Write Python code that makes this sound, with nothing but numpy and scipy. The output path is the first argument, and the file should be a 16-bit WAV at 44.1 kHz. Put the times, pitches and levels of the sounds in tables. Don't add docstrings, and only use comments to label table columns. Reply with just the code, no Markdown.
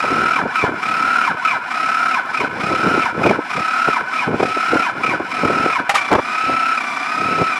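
import sys
import numpy as np
from scipy import signal
from scipy.fft import rfft, irfft, next_fast_len
from scipy.io import wavfile
from scipy.ndimage import uniform_filter1d, map_coordinates

SR = 44100
rng = np.random.default_rng(int(sys.argv[2]) if len(sys.argv) > 2 else 0)


def wrap_up_sound(samples):
    columns = np.atleast_2d(samples).T
    tamed = np.clip(columns, -1, 1)
    steps = np.round(tamed * 32767).astype(np.int16)
    wavfile.write(sys.argv[1], SR, steps)


N = 334699
TIME = np.arange(N) / SR

# start in seconds, slam level in dB, teeth per throb, starting mesh rate in Hz,
# mesh rate it heads for in Hz, extra whine in dB, extra squeal in dB.
BITES = [(-0.08, -35, 34.2, 1225, 1385, .3, .3), (0.5531, -13, 38.9, 1320, 1300, .3, .3),
         (0.8258, -27, 36.5, 1240, 1390, .8, .3), (1.4487, -8, 37.2, 1315, 1300, .3, .3),
         (1.7121, -35, 37.5, 1230, 1375, .8, -.5), (2.3437, -22, 36.6, 1315, 1300, -.8, .3),
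         (2.605, -32, 36.7, 1230, 1385, -.5, -.3), (3.2321, -13, 37.3, 1300, 1290, -.8, -1.5),
         (3.5024, -28, 37.1, 1195, 1380, .3, -.3), (4.1319, -24, 36.6, 1300, 1300, -.8, .3),
         (4.3964, -27, 37.5, 1210, 1395, -1.5, -.3), (5.0339, -11, 36.6, 1305, 1290, -.8, .3),
         (5.3138, -22, 33.5, 1205, 1370, -.3, .8), (5.9773, -13, 40.1, 1165, 1350, .8, 1.8),
         (6.7748, -26, 37.4, 1178, 1322, .8, 1.5), (7.52, -19, 46, 1185, 1320, .8, 2.5)]
# time in seconds, slowest mesh rate in Hz.
COMPRESSIONS = [(0.448, 450), (0.712, 440), (1.346, 450), (1.599, 440), (2.233, 450), (2.492, 439.7),
                (3.128, 450), (3.382, 435), (4.033, 450.8), (4.296, 438.8), (4.934, 445.8), (5.189, 441.8),
                (5.834, 447.4)]
# pitch in Hz, width in Hz (wider dies sooner), level in dB.
HOUSING_MODES = [(714, 144, -10), (785, 50, -4), (966.4, 63, 0), (1077, 62, -2.5), (1304, 39, 3.5),
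                 (1413, 20, 4.5), (1501, 29.6, 6.5), (1730, 102, -7.5), (1872, 45, -32), (2070, 20, -8)]
# pitch in Hz, width in Hz, level in dB.
NOSE_MODES = [(2182, 15, 11), (2345, 19.7, 13.5), (2490, 28, 7.5), (2633, 8.7, 0.5), (2855, 126, -4),
              (3076, 10, 3.5)]
# start in seconds, level in dB, rise and decay times in seconds.
KNOCKS = [(5.893, -9, 0.0013, 0.015), (5.941, -10, 0.014, 0.022)]
# middle in seconds, level in dB, half length in seconds.
PUFFS = [(6.128, -7.5, .016), (6.157, -8.5, 0.0084), (6.191, -11.5, .010)]


def starter():
    # pitch in Hz, width in Hz, level in dB.
    panel_modes = [(3420, 9.2, 14), (3940, 21, 7), (4040, 23, 7), (4660, 47, -24), (4970, 53, 6),
                   (5175, 83, -1.5), (5290, 49, 12), (5274, 32, 0.5), (5720, 35, 1.5), (7570, 49, 0.5),
                   (7930, 83, -6.5), (8900, 60, -20), (9300, 50, -8)]
    mesh_hz, starter_hz, sag, coasting = cranking_speed()
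    whine_db, squeal_db, grind_db = gear_levels(mesh_hz, starter_hz, sag, coasting)
    teeth = np.cumsum(mesh_hz) / SR
    teeth_per_throb = np.transpose(BITES)[2, latest_bite()]
    throb_angle = 2 * np.pi * since_bite(teeth) / teeth_per_throb
    drag = np.interp(TIME, [5.6, 6.1], [1, .6])
    slack = drag * backlash(mesh_hz, loaded=0.81, free=0.94, overrun=0.36)
    bounce = np.sqrt(drag) * np.interp(mesh_hz, [1000, 1200], [.25, 1])
    pressure = throb(teeth, throb_angle, bounce)
    force = tooth_strikes(teeth, throb_angle, slack)
    gears = from_db(whine_db) * whine(force, pressure, HOUSING_MODES)
    gears += from_db(squeal_db) * whine(force, pressure ** 1.03, NOSE_MODES)
    gears += from_db(grind_db - 4.5) * whine(force, pressure, panel_modes)
    gears += bite_slams(force, pressure)
    return gears + from_db(grind_db + 8.0) * grinding(teeth, pressure)


def cranking_speed(spin_up_s=.18, sag_s=.069, throw_power=1.4, fired_hold_s=.23):
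    bite_s, _, _, start_hz, goal_hz, *_ = np.transpose(BITES)
    sag, crawl_hz, coasting = np.zeros(N), np.zeros(N), np.zeros(N, bool)
    for top_s, slowest_hz in COMPRESSIONS:
        next_bite_s = bite_s[bite_s > top_s][0]
        flight = np.clip((TIME - top_s) / (next_bite_s - top_s), 0, 1)
        slowdown = np.where(TIME < top_s, swell(top_s, sag_s), 1 - flight ** throw_power)
        sag += slowdown
        crawl_hz += slowdown * slowest_hz
        coasting |= (flight > 0) & (flight < 1)
    row = latest_bite() + coasting
    hold_s = fired_hold_s * (bite_s[row] > KNOCKS[0][0])
    age = np.maximum(TIME - bite_s[row] - hold_s, 0)
    starter_hz = goal_hz[row] + (start_hz - goal_hz)[row] * np.exp(-age / spin_up_s)
    starter_hz = uniform_filter1d(starter_hz, size=2600)
    mesh_hz = starter_hz * (1 - sag) + crawl_hz
    return mesh_hz, starter_hz, sag, coasting


def gear_levels(mesh_hz, starter_hz, sag, coasting, usual_hz=1300):
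    pinch = before_tops(lead_s=0.091, half_s=0.03)
    labour = before_tops(lead_s=0.045, half_s=0.063)
    rest = before_tops(lead_s=0.0048, half_s=0.023)
    light = uniform_filter1d(coasting * 1., size=1000) + swell(PUFFS[-1][0], half_s=0.082)
    extra_whine_db, extra_squeal_db = uniform_filter1d(np.transpose(BITES)[-2:, latest_bite()], size=600)
    faster_hz = (starter_hz - usual_hz) * (1 - sag)
    speed_db = 20 * np.log10(mesh_hz / usual_hz)
    whine_db = -19.5 + 0.05 * faster_hz - 3 * pinch + 1.5 * labour - 7.5 * rest - 5 * light
    squeal_db = -29.5 - 0.0013 * faster_hz + 10.5 * pinch - 4.5 * labour - 2 * rest - 6.5 * light
    grind_db = -36 + 1.14 * speed_db - 0.5 * pinch + 2 * labour - rest - 3.5 * light
    return whine_db + extra_whine_db, squeal_db + extra_squeal_db, grind_db


def backlash(mesh_hz, loaded, free, overrun):
    gain_hz_per_s = uniform_filter1d(np.gradient(mesh_hz) * SR, SR // 50)
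    at_speed = np.interp(mesh_hz, [1180, 1340], [0, 1])
    thrown = np.interp(gain_hz_per_s, [0, 1500], [0, 1]) * np.interp(mesh_hz, [1080, 1180], [1, 0])
    return loaded + (free - loaded) * at_speed + overrun * thrown


def throb(teeth, angle, bounce, settle_s=0.057, small_gear_teeth=9):
    parting = ((1 - np.sin(angle)) / 2) ** 2
    thrust = (1 - 2.6 * parting + .35 * np.sin(2 * angle)) * np.clip(1 + .4 * drift(20), .2, 1.8)
    swing_db = bounce * (2.5 + 1.5 * np.exp(-since_bite(TIME) / settle_s))
    off_centre_db = 0.57 * np.cos(2 * np.pi * teeth / small_gear_teeth)
    shake_db = 0.5 * drift(150)
    return evened(from_db(swing_db * thrust + off_centre_db + shake_db), window_s=.06)


def tooth_strikes(teeth, angle, slack, rocking=.21, wander=0.14, jitter=0.061, uneven_db=3.0, scuff=0.76):
    contact = teeth + slack * (rocking * np.cos(angle) + wander * drift(160) + jitter * drift(700))
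    strikes = np.exp(28 * (np.cos(2 * np.pi * contact) - 1))
    strikes = rms_one(strikes * from_db(uneven_db * drift(900)))
    return strikes * (1 + scuff * slack * rng.standard_normal(N))


def whine(force, pressure, modes):
    return evened(resonate(force, modes), window_s=0.04) * pressure


def bite_slams(force, pressure, gain_db=-7, rise_s=0.007, decay_s=0.032):
    age = since_bite(TIME)
    slam_db = np.transpose(BITES)[1, latest_bite()] + gain_db
    slam = from_db(slam_db) * np.minimum(age / rise_s, 1) * np.exp(-age / decay_s)
    return slam * pressure * evened(resonate(force, HOUSING_MODES + NOSE_MODES), window_s=0.023)


def grinding(teeth, pressure, tooth_depth=0.39, grain_db=0.5):
    # frequency in Hz, level in dB.
    grind_spectrum = [(40, -35), (130, -23.5), (255, 3.5), (350, -7.5), (520, -14), (740, 7.5),
                      (1150, -25.5), (1600, -1), (2100, 1.5), (3300, -11.5), (4500, -13.5), (5300, -15),
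                      (6600, -23.5), (10000, -25.5), (12500, -41), (15000, -49)]
    grains = (1 + tooth_depth * np.cos(2 * np.pi * teeth)) * from_db(grain_db * drift(500))
    return coloured(rms_one(rng.standard_normal(N) * grains * pressure ** 0.36), grind_spectrum)


def firing_knocks():
    # frequency in Hz, level in dB.
    clatter_spectrum = [(290, -54), (500, -14), (802, -9.5), (1000, -7.5), (1300, -1), (1580, -8),
                        (1870, -6), (2920, -12.5), (3260, -16.5), (10300, -31.5), (13800, -51)]
    # pitch in Hz, width in Hz, level in dB.
    block_modes = [(801, 14.3, -11), (1300, 45, -29)]
    blows, rings = np.zeros(N), np.zeros(N)
    for start_s, db, rise_s, decay_s in KNOCKS:
        age = np.maximum(TIME - start_s, 0)
        blows += from_db(db) * np.minimum(age / rise_s, 1) * np.exp(-np.maximum(age - rise_s, 0) / decay_s)
        for hz, width, mode_db in block_modes:
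            fade = np.exp(-np.pi * width * (age + rise_s / 2))
            rings += from_db(mode_db) * np.sin(2 * np.pi * hz * age) * fade
    return coloured(blows * rng.standard_normal(N), clatter_spectrum) + rings


def exhaust_cough():
    # frequency in Hz, level in dB.
    gas_spectrum = [(30, -42), (100, -6.5), (250, -1.5), (550, 3), (900, 0.5), (1400, -7), (2500, -19),
                    (6000, -60)]
    gas = evened(coloured(rng.standard_normal(N), gas_spectrum), window_s=0.0081)
    return gas * sum(from_db(db) * swell(s, half_s) for s, db, half_s in PUFFS)


def cracks(gain_db=-2.0, decay_s=0.00055):
    # time in seconds, relative level in dB.
    snap_rows = [(3.264, -28), (3.307, -25), (6.1175, -12), (6.13, -5), (6.1384, -10), (6.154, -13)]
    snaps = sum(from_db(db + gain_db) * np.exp(-np.abs(TIME - s) / decay_s) for s, db in snap_rows)
    return snaps * coloured(rng.standard_normal(N), [(800, 7), (3500, 5), (14000, -30)])


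def wind(breeze_db=-38, gust_db=-1.0, calm_db=-39.0, eddy_db=-7.5, eddy_half_s=0.0059):
    # middle in seconds, relative level in dB, half length in seconds.
    gust_rows = [(0.17, -22, .124), (0.437, -23.5, 0.055), (0.641, -14, 0.011), (0.71, -26.5, 0.079),
                 (1.0, -32.5, 0.2), (1.319, -27, 0.038), (1.56, -37, 0.044), (2.055, -38, .04),
                 (2.432, -23, 0.035), (2.727, -18.5, .016), (2.752, -25, 0.28), (2.867, -14, .036),
                 (2.955, -18.5, 0.054), (3.26, -15.5, .1), (3.585, -25, 0.04), (3.888, -20, .017),
                 (4.021, -30.5, 0.029), (4.282, -17, 0.015), (4.331, -15.5, .04), (4.449, -22, .06),
                 (4.424, -17.5, 0.018), (4.757, -19.5, 0.047), (5.103, -25, 0.17), (5.452, -14.5, 0.021),
                 (5.551, -21, .14), (5.807, -25, 0.031), (6.509, -26, 0.064), (7.214, -23.5, 0.031),
                 (7.309, -25, .12), (7.336, -16, 0.012), (7.411, -13.5, 0.025)]
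    # start in seconds, relative level in dB.
    eddy_rows = [(0.04, -9), (0.116, -7.5), (0.455, -7), (0.687, -10), (2.407, -10.5), (2.714, -10),
                 (2.974, -5), (3.26, 1), (3.267, -7), (3.305, 1.5), (3.387, -6), (3.879, -7), (3.885, -7.5),
                 (4.399, -3.5), (4.426, -1), (4.566, -10), (4.729, -2.5), (4.754, -3.5), (5.132, -9),
                 (5.198, -7.5), (5.431, -8), (5.498, -5.5), (5.656, -5), (6.493, -8)]
    # frequency in Hz, level in dB.
    gust_spectrum = [(25, -73), (55, -24), (100, -9), (170, -3.5), (300, -1.5), (500, -5.5), (750, -10),
                     (1100, -15), (2000, -38), (5000, -66)]
    # frequency in Hz, level in dB.
    eddy_spectrum = [(25, -17), (60, -36), (140, -15.5), (300, 8), (600, 2.5), (950, -2.5), (1500, -27),
                     (3000, -43), (6000, -88)]
    gust_power = sum((from_db(db) * swell(s, half_s)) ** 2 for s, db, half_s in gust_rows)
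    flutter_db = 0.93 * drift(22)
    level_db = 10 * np.log10(from_db(breeze_db) ** 2 + gust_power) + flutter_db
    strength = from_db(level_db + gust_db) / (1 + from_db(calm_db - level_db) ** 2)
    lumpy_flow = coloured(rng.standard_normal(N), gust_spectrum) * from_db(3.5 * drift(150))
    buffets = sum(from_db(db) * swell(s + eddy_half_s, eddy_half_s) for s, db in eddy_rows)
    swirl = evened(coloured(rng.standard_normal(N), eddy_spectrum), window_s=0.0096)
    return strength * evened(lumpy_flow, window_s=0.053) + from_db(eddy_db) * buffets * swirl


def latest_bite():
    return np.maximum(np.searchsorted(np.transpose(BITES)[0], TIME) - 1, 0)


def since_bite(x):
    return x - np.interp(np.transpose(BITES)[0], TIME, x)[latest_bite()]


def before_tops(lead_s, half_s):
    return sum(swell(top_s - lead_s, half_s) for top_s, _ in COMPRESSIONS)


def swell(middle_s, half_s):
    return np.exp(-np.minimum(((TIME - middle_s) / half_s) ** 2, 60))


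def from_db(db):
    return 10 ** (np.asarray(db) / 20)


def rms_one(x):
    return x / np.sqrt(np.mean(x ** 2) + 1e-20)


def evened(x, window_s):
    return x / np.sqrt(np.abs(uniform_filter1d(x * x, max(int(window_s * SR), 8))) + 1e-12)


def drift(rate):
    steps = rng.standard_normal(8192)
    return rms_one(map_coordinates(steps, [TIME * rate], order=2, mode="wrap"))


def coloured(x, spectrum):
    size = 2 * next_fast_len(N // 2 + 4096)
    hz, db = np.transpose(spectrum)
    log_hz = np.log(np.fft.rfftfreq(size, 1 / SR) + 1)
    gain = rms_one(from_db(np.interp(log_hz, np.log(hz), db)))
    cepstrum = irfft(np.log(gain))[:size // 2]
    cepstrum[1:] *= 2
    return irfft(rfft(x, size) * np.exp(rfft(cepstrum, size)))[:N]


def resonate(x, modes):
    out = np.zeros(N)
    for k, (hz, width, db) in enumerate(modes):
        r = np.exp(-np.pi * width / SR)
        poles = [1, -2 * r * np.cos(2 * np.pi * hz / SR), r * r]
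        out += (-1) ** k * from_db(db) * (1 - r * r) / 2 * signal.lfilter([1, 0, -1], poles, x + 1e-18)
    return out


def scene():
    return (starter() + firing_knocks() + exhaust_cough() + cracks() + wind())[None]


def record(dry):
    overload, low_cut_hz, high_cut_hz = .56, 30, 13900
    clipped = np.clip(dry, -overload, overload)
    bass_cut = signal.sosfilt(signal.butter(1, low_cut_hz, "high", fs=SR, output="sos"), clipped)
    return signal.fftconvolve(bass_cut, signal.firwin(401, high_cut_hz, fs=SR)[None], mode="same")


dry = scene()
out = record(dry)
wrap_up_sound(out)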